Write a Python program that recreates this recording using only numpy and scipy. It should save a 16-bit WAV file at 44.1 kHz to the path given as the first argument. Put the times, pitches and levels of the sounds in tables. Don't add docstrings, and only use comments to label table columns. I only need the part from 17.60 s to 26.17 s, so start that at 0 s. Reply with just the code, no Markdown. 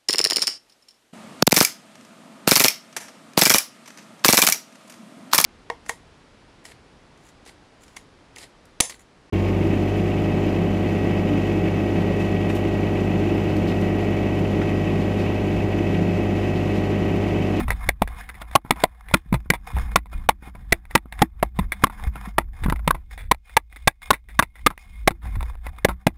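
import sys
import numpy as np
from scipy import signal
from scipy.io import wavfile
from scipy.ndimage import uniform_filter1d

SR = 44100
rng = np.random.default_rng(int(sys.argv[2]) if len(sys.argv) > 2 else 0)


def store_pcm(level_fs):
    pcm = np.round(np.clip(level_fs, -1, 1) * 32767).astype(np.int16)
    wavfile.write(sys.argv[1], SR, np.atleast_2d(pcm).T)


N = 377937

# (start [s], length [s], starting level [dB], change over the stroke [dB])
RUB_STROKES = [(0.0, 0.076, -31, -15.5), (0.125, 0.15, -46, 6.5), (0.481, .16, -46.5, 5.5),
               (0.659, .15, -50.5, -2), (0.819, 0.012, -34, -26), (0.879, 0.083, -53.5, 8),
               (1.045, 0.042, -62, 16.5), (1.148, 0.08, -48.5, 14.5), (1.31, 0.26, -70.5, 32),
               (1.651, 0.076, -69, 0.5), (1.797, 0.094, -71, -0.5), (2.071, 0.27, -42, 1),
               (2.521, 0.14, -48.5, -7), (2.834, 0.05, -49, 10), (2.945, 0.22, -55.5, -2.5),
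               (3.2, .1, -78, 6), (3.307, 0.044, -49.5, 6), (3.526, 0.12, -50.5, 8.5),
               (3.786, 0.08, -67, 20), (3.958, 0.077, -47.5, 0), (4.091, 0.07, -60.5, 12),
               (4.13, 0.13, -52, 4.5), (4.326, 0.15, -55, 18.5), (4.519, .03, -51.5, 3),
               (4.552, 0.14, -40.5, -2), (4.938, 0.1, -53.5, 10), (5.065, 0.21, -54.5, -8),
               (5.266, 0.043, -49, 2), (5.516, 0.13, -41.5, -26.5), (5.86, .08, -52.5, 5),
               (6.116, 0.15, -58, -8), (6.419, 0.07, -51, 2.5), (6.689, 0.15, -57, -3),
               (6.96, 0.14, -61, 3.5), (7.194, 0.31, -52, -11), (7.628, 0.29, -49.5, -2.5),
               (7.841, 0.22, -52.5, -21), (8.052, 0.27, -49.5, -13), (8.39, 0.048, -68.5, 10.5)]
# (from [s], to [s])
LIFTED_SPAN = (5.44, 7.55)
# (pitch [Hz], width of each filter pass [Hz], relative level [dB])
RUB_DULL_BANDS = [(478, 53, -12), (760, 130, -4), (1080, 430, -6.5), (1480, 290, -16.5), (1720, 480, -9)]
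RUB_BRIGHT_BANDS = [(2150, 110, 2), (2450, 87, -2), (3300, 1600, -16), (3570, 310, -10.5), (4656, 360, -29),
                    (5160, 800, -16)]
# (peak time [s], level [dB], build-up [s per 20 dB], die-away [s per 20 dB])
SHAFT_SWINGS = [(0.118, -21, 0.3, 0.13), (.28, -23, .14, .1), (.45, -28.5, 0.082, 0.28),
                (0.962, -36, .6, 0.063), (1.118, -37, 0.1, .3), (1.241, -42.5, 0.31, 0.4),
                (1.55, -30.5, 0.15, 0.08), (1.74, -20.5, 0.057, 0.096), (1.91, -34.5, .14, 0.42),
                (2.151, -19.5, 0.027, 0.31), (2.391, -33, .3, .07), (2.55, -24, .045, .2),
                (3.128, -33, 0.47, .13), (3.341, -36, 0.2, .25), (3.601, -31, .14, 0.12),
                (3.87, -29, 0.22, .045), (4.03, -19.5, 0.097, .09), (4.25, -35, .2, .15),
                (4.488, -23, .13, .065), (4.892, -32, 1, .2), (5.039, -19.5, 0.041, 0.37),
                (5.341, -30, 0.59, .08), (5.52, -35, 0.028, .15), (5.62, -31.5, .05, 0.19),
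                (5.721, -30, .2, .065), (5.94, -41, 0.098, .3), (6.28, -36.5, .3, 0.071),
                (6.52, -38.5, .19, .13), (6.78, -35.5, .23, 0.21), (7.042, -32, 0.078, .15),
                (7.47, -28, 0.24, 0.14), (7.658, -27.5, 0.054, 0.43), (7.779, -23, 0.17, 0.32),
                (8.09, -30.5, .15, .1), (8.328, -29, 0.19, .095), (8.475, -35, .02, 0.2)]
# (pitch [Hz], width of each filter pass [Hz], relative level [dB])
SWAY_BANDS = [(54.56, 18, -3), (38.3, 6.7, -9.5), (28.7, 8.5, -7)]
GRIP_BANDS = [(120.5, 5.7, 5), (195, 32, 1.5), (292, 15, -7)]
# (time [s], level [dB])
GRIP_CURVE = [(0.0, -30), (0.07, -54.5), (0.76, -56.5), (1.14, -57.5), (1.31, -62.5), (2.22, -52),
              (2.67, -55.5), (3.84, -59), (4.18, -48), (5.04, -59), (5.2, -54), (5.37, -57), (6.25, -81),
              (6.4, -65), (7.47, -61.5), (7.69, -53.5), (8.28, -64), (8.57, -55.5)]
# (time [s], level [dB], upper modes [dB], rattle t60 [s])
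KNOCKS = [(0.003, -14.5, -2, 0.046), (0.081, -16.5, -3, 0.057), (0.104, -8.5, 8, 0.058),
          (0.475, -23.5, 14, 0.034), (0.487, -33, 5, 0.038), (.69, -24, 32, 0.036), (0.699, -25, 38, 0.03),
          (.743, -35, 25, 0.13), (0.816, -26.5, -5, 0.081), (0.912, -30.5, 12, 0.042),
          (1.049, -34, -25, 0.096), (1.159, -28.5, -13, 0.3), (1.485, -29, 29.5, 0.088),
          (1.512, -24.5, 4, 0.024), (1.727, -13.5, -3.5, 0.028), (1.74, -12.5, -4, 0.056),
          (1.802, -42.5, -2, .03), (1.859, -42, -25, .06), (1.936, -11, 2, 0.066),
          (2.166, -20, -6.5, 0.095), (2.458, -35.5, -1.5, 0.037), (2.528, -31.5, -12, 0.092),
          (2.706, -16.5, 2, 0.046), (2.825, -39.5, -24.5, 0.045), (2.875, -33.5, -24.5, 0.067),
          (2.95, -31, -9, 0.049), (3.253, -37, 12, 0.044), (3.309, -29, 24.5, 0.039),
          (3.377, -16.5, 8.5, 0.027), (3.457, -38, -24, 0.044), (3.524, -23, 8, 0.033),
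          (3.591, -21.5, 8, 0.029), (3.989, -10.5, 2.5, 0.034), (4.12, -9.5, 19, 0.056),
          (4.269, -18.5, -3.5, 0.023), (4.298, -25, -4, 0.078), (4.397, -34, -5, 0.051),
          (4.426, -29, -4, 0.082), (4.556, -22.5, -12, 0.065), (4.806, -28, -5, 0.065),
          (5.036, -18, 18, 0.077), (5.061, -19, -23, 0.041), (5.084, -23, -27, 0.14),
          (5.099, -11.5, 4, 0.021), (5.123, -9.5, -15.5, 0.036), (5.159, -26.5, 1, 0.042),
          (5.193, -32, -6, 0.03), (5.345, -20, -5, 0.096), (5.51, -35, 32.5, 0.031),
          (5.577, -27.5, 28, 0.22), (5.746, -28, 3.5, 0.015), (5.895, -36, 24, 0.033),
          (6.126, -34, 34.5, 0.033), (6.16, -30, 34, 0.055), (6.418, -33.5, 30.5, 0.044),
          (6.531, -13.5, 8.5, 0.069), (6.687, -33, 31, 0.15), (6.825, -5, 5, 0.04),
          (6.955, -36.5, 34, 0.13), (6.992, -40.5, 9, .05), (7.103, -22.5, -8.5, 0.062),
          (7.177, -28.5, 26, 0.013), (7.507, -16, -1.5, 0.049), (7.655, -28, -2, 0.14),
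          (7.754, -26.5, 3, 0.06), (7.807, -21.5, -8, 0.048), (7.828, -20, 0, 0.024),
          (7.953, -34, -6, 0.017), (8.066, -21, 2, 0.048), (8.18, -36, -10, 0.05),
          (8.286, -13.5, -10.5, 0.077)]
# (pitch [Hz], level [dB], t60 [s])
SHAFT_MODES = [(156, -3.5, 0.042), (192, -1, 0.047), (251, -1.5, 0.044), (319.7, -10, 0.069),
               (440, -12.5, 0.015)]
# (multiple of blade pitch [ratio], level [dB], t60 [s], raised to 4 ms if shorter)
BLADE_RATIOS = [(1, 7.5, 0.011), (1.3, 2, 0.011), (.72, -23.5, 0.0025)]
# (pitch [Hz], level [dB], t60 [s])
CASE_MODES = [(1660, -10, 0.024), (2011, 11.5, 0.0084), (2252, 0, 0.011), (2768, -24, 0.01),
              (3484, -1, 0.011), (4320, -30, 0.0082), (4780, -51, 0.049)]
# (time [s], level [dB], pitch [Hz], t60 [s])
SHAFT_BUMPS = [(0.016, -24, 242, 0.16), (0.085, -13, 89, 0.077), (.286, -8, 70.3, 0.039),
               (0.418, -6, 193, 0.035), (1.234, -15.5, 414, 0.026), (1.66, -31.5, 150, 0.041),
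               (1.725, -1, 197, 0.035), (1.74, -8.5, 128.4, 0.083), (1.901, -5, 170, 0.042),
               (2.133, -20.5, 93, 0.029), (2.164, -29.5, 93, 0.073), (3.989, -9, 185.6, 0.061),
               (4.433, -29.5, 91.5, 0.069), (4.469, -10, 70, 0.088), (4.674, -22, 194, 0.077),
               (5.021, -18.5, 90.5, 0.06), (5.056, -16.5, 200, 0.091), (5.084, -14, 160, 0.079),
               (5.274, -13.5, 155.7, 0.099), (7.644, -26.5, 95.2, 0.048), (7.768, -9.5, 79.4, 0.043),
               (8.284, -25, 186, 0.19)]
# (time [s], level [dB], blade pitch [Hz], upper modes [dB], shaft modes [dB], contact [ms])
BALL_TAPS = [(0.289, 1, 780, 5.5, -32, 5.05), (0.419, -2.5, 786, -5.5, -12.5, 3.96),
             (0.953, 31, 845, -13, -33.5, 5.46), (1.107, 11, 970, 2.5, -10, 3.2),
             (1.237, 8.5, 760, -6, -32.5, 3.5), (1.539, 16.5, 1058, -4.5, -9.5, 5.5),
             (1.902, 12.5, 843, 11, -14.5, 3.47), (2.358, 14.5, 1100, 2.5, -18, 3.27),
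             (2.689, 19, 870, -4.5, -33.5, 4.24), (3.123, 18.5, 660, 4, -55, 5),
             (3.352, 21.5, 925, -2.5, -17.5, 4.83), (3.618, 18.5, 822, -2, -7.5, 5.5),
             (3.827, -2, 856, -5.5, -9.5, 6.3), (4.237, 9.5, 1112, -12, -10.5, 6.9),
             (4.782, 3, 955, -3.5, -8.5, 6), (5.276, -3.5, 980, 4, -8.5, 4.4),
             (5.306, 0.5, 1126, -24, -48, 7.2), (5.713, 10.5, 1020, -0.5, -28.5, 7.3),
             (5.967, 18, 892, -1, -67, 5.8), (6.274, 33.5, 833, 6.5, -58, 4.2),
             (6.505, 16.5, 1147, -13.5, -17, 6.6), (6.791, 23, 1108, -5.5, -30, 5.3),
             (7.063, 13, 1284, 2.5, -14, 8), (7.475, 16.5, 813, 0, -35, 5.84),
             (8.247, 15.5, 770, -2, -19.5, 5.8), (8.467, 5.5, 756, -3.5, -4, 5.7)]
# (time [s], level [dB])
SHAFT_HUMS = [(.953, -37.5), (1.74, -31), (2.689, -34.5), (3.123, -29), (3.617, -31), (3.827, -34.5),
              (3.989, -35), (4.237, -34.5), (4.782, -30), (5.345, -40), (7.063, -34.5), (7.506, -31),
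              (8.286, -31.5), (8.467, -32.5)]

HISS_DB = -79
STROKE_RISE, STROKE_FALL = .015, .025
RUB_REST_DB, LIFTED_REST_DB = -66, -76
BRIGHT_DB, LIFTED_BRIGHT_DB = -4.5, 5
SURGE_DB = 2.5
CRACKLES_PER_S, CRACKLE_DB, CRACKLE_DECAY_S = 26, 12, 0.00067
GRIP_FOLLOWS_SWAY, GRIP_FOLLOWS_RUB = 0.4, .25
GRIP_LUMP_DB = 2.5
KNOCK_HZ, KNOCK_SPREAD = 1004, 0.07
KNOCK_SHAFT_DB, KNOCK_SHAFT_TILT = -18.5, 1
RATTLE_DB, RATTLE_GROWTH, RATTLE_T60_S = -14, 0.24, 0.057
BLOOM_DB = -12.5
HUM_HZ, HUM_T60_S = 337, .12
CEILING, HOLD_HZ, TOP_HZ = .5, 12000, 16300


def undb(db):
    return 10 ** (np.asarray(db) / 20)


def unit(x):
    return x / np.sqrt(np.mean(x ** 2))


def walk(rate):
    k = int(SR / rate)
    steps = np.repeat(rng.standard_normal(N // k + 1), k)
    return uniform_filter1d(steps, k)[:N]


def steep(x, band):
    hz, width, db = band
    b, a = signal.iirpeak(hz, hz / width, SR)
    return undb(db) * signal.lfilter(b, a, signal.lfilter(b, a, x))


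def swells(rows):
    t = np.arange(0, N / SR, .001)
    power = 1e-12
    for s, hold, db, change, rise, fall in rows:
        slope_db = change * np.clip((t - s) / max(hold, .001), 0, 1)
        before_db = 20 * np.maximum(s - t, 0) / max(rise, .004)
        after_db = 20 * np.maximum(t - s - hold, 0) / max(fall, .004)
        power = power + undb(2 * (db + slope_db - before_db - after_db))
    return np.interp(np.arange(N) / SR, t, 10 * np.log10(power))


def hiss():
    return undb(HISS_DB) * rng.standard_normal(N)


def lifted():
    t = np.arange(N) / SR
    return np.abs(t - np.mean(LIFTED_SPAN)) < np.ptp(LIFTED_SPAN) / 2


def rub_level():
    strokes_db = swells([(*row, STROKE_RISE, STROKE_FALL) for row in RUB_STROKES])
    rest_db = np.where(lifted(), LIFTED_REST_DB, RUB_REST_DB)
    return 20 * np.log10(undb(strokes_db) + undb(rest_db))


def rub_colour(catch, bands):
    return unit(sum(undb(2.5 * walk(25)) * steep(catch * rng.standard_normal(N), band) for band in bands))


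def rubbing(rub_db):
    catch = undb(3.5 * walk(200) + 2.5 * walk(50) + SURGE_DB * walk(14))
    snaps = (rng.random(N) < CRACKLES_PER_S / SR) * rng.exponential(size=N)
    crackle = signal.lfilter([1], [1, -np.exp(-1 / (CRACKLE_DECAY_S * SR))], snaps)
    catch = catch * (1 + undb(CRACKLE_DB) * crackle)
    dull = rub_colour(catch, RUB_DULL_BANDS)
    bright = rub_colour(catch, RUB_BRIGHT_BANDS)
    bright_db = np.where(lifted(), LIFTED_BRIGHT_DB, BRIGHT_DB)
    return undb(rub_db) * (dull + undb(bright_db) * bright) / np.sqrt(1 + undb(2 * bright_db))


def hands(rub_db):
    sway_db = swells([(s, 0, db, 0, rise, fall) for s, db, rise, fall in SHAFT_SWINGS])
    sway = sum(steep(rng.standard_normal(N), band) for band in SWAY_BANDS)
    chance_swell = np.sqrt(uniform_filter1d(sway ** 2, int(0.036 * SR)))
    even_sway = unit(sway / chance_swell ** 0.86)

    grip = unit(sum(steep(rng.standard_normal(N), band) for band in GRIP_BANDS))
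    grip_s, grip_level = np.transpose(GRIP_CURVE)
    grip_db = np.interp(np.arange(N) / SR, grip_s, grip_level)
    grip_db = grip_db + GRIP_FOLLOWS_SWAY * (sway_db - sway_db.mean())
    grip_db = grip_db + GRIP_FOLLOWS_RUB * (rub_db - rub_db.mean())
    return undb(sway_db) * even_sway + undb(grip_db + GRIP_LUMP_DB * walk(13)) * grip


def ring(modes, scale=1):
    t = np.arange(SR // 10) / SR
    y = np.zeros(len(t))
    for hz, db, t60 in modes:
        level = undb(db + 1.5 * rng.standard_normal())
        pitch = hz * scale * (1 + .015 * rng.standard_normal())
        y += level * np.sin(2 * np.pi * pitch * t) * 1000. ** (-t / max(t60, .004))
    return y / np.abs(y).max()


def blow(hz, upper_db, shaft_db, contact_ms, rattle_db, rattle_t60):
    t = np.arange(SR // 4) / SR
    chatter = rng.standard_normal(len(t))
    smoothed = uniform_filter1d(rng.standard_normal(len(t)), int(SR * 0.0024))
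    ragged = undb(4.5 * np.sqrt(SR * 0.0018) * smoothed)
    rattle = undb(rattle_db) * ragged * 1000. ** (-t / max(rattle_t60, .005))
    contact = np.exp(-(t / (max(contact_ms, .3) / 1000)) ** 4)
    force = chatter * (contact + rattle) * (1 - np.exp(-t / 0.00055))
    body = ring(BLADE_RATIOS, hz) + undb(upper_db) * ring(CASE_MODES)
    shaft = ring(SHAFT_MODES)
    y = signal.fftconvolve(force, body)
    y = y + undb(BLOOM_DB) * signal.fftconvolve(chatter * rattle, shaft)
    y = y / np.abs(y).max()
    y[:len(shaft)] -= undb(shaft_db) * shaft
    return y


def knocks():
    out = np.zeros(N + SR)
    for s, db, bright_db, t60 in KNOCKS:
        hz = KNOCK_HZ * (1 + KNOCK_SPREAD * rng.uniform(-0.83, 1))
        shaft_db = KNOCK_SHAFT_DB - KNOCK_SHAFT_TILT * bright_db
        y = blow(hz, bright_db, shaft_db, contact_ms=1.5, rattle_db=-3.0, rattle_t60=t60)
        i = int(s * SR)
        out[i:i + len(y)] += undb(db) * y
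    return out[:N]


def soft_pushes(rows):
    out, t = np.zeros(N + SR), np.arange(SR // 5) / SR
    for s, db, hz, t60 in rows:
        envelope = (1 - np.exp(-t / 0.0013)) * 1000. ** (-t / max(t60, .01))
        i = int(s * SR)
        out[i:i + len(t)] -= undb(db) * np.sin(2 * np.pi * hz * t) * envelope
    return out[:N]


def bumps():
    return soft_pushes(SHAFT_BUMPS)


def taps():
    out = np.zeros(N + SR)
    for s, db, hz, upper_db, shaft_db, contact_ms in BALL_TAPS:
        rattle_db = RATTLE_DB - (1 - RATTLE_GROWTH) * db
        y = blow(hz, upper_db, shaft_db, contact_ms, rattle_db, RATTLE_T60_S)
        i = int(s * SR)
        out[i:i + len(y)] += undb(db) * y
    return out[:N]


def hums():
    return soft_pushes([(s, db, HUM_HZ, HUM_T60_S) for s, db in SHAFT_HUMS])


def scene():
    rub_db = rub_level()
    handling = rubbing(rub_db) + hands(rub_db)
    impacts = knocks() + bumps() + taps() + hums()
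    return (hiss() + handling + impacts)[None]


def record(dry):
    keep = np.exp(-1 / (0.075 * SR))
    excess = np.maximum(np.abs(dry) - CEILING, 0)
    overload = signal.lfilter([1 - keep], [1, -keep], excess)
    clipped = np.clip(dry / (1 + 0.7 * overload), -CEILING, CEILING)[0]
    clipped = signal.lfilter(*signal.butter(1, 6000, fs=SR), clipped)
    samples = np.interp(np.arange(0, N / SR, 1 / HOLD_HZ), np.arange(N) / SR, clipped)
    held = signal.resample_poly(np.repeat(samples, 4), SR, 4 * HOLD_HZ)[None, :N]
    soft = signal.sosfilt(signal.butter(4, 15200, fs=SR, output="sos"), held)
    return signal.sosfilt(signal.ellip(10, .2, 80, TOP_HZ, fs=SR, output="sos"), soft)


dry = scene()
out = record(dry)
store_pcm(out)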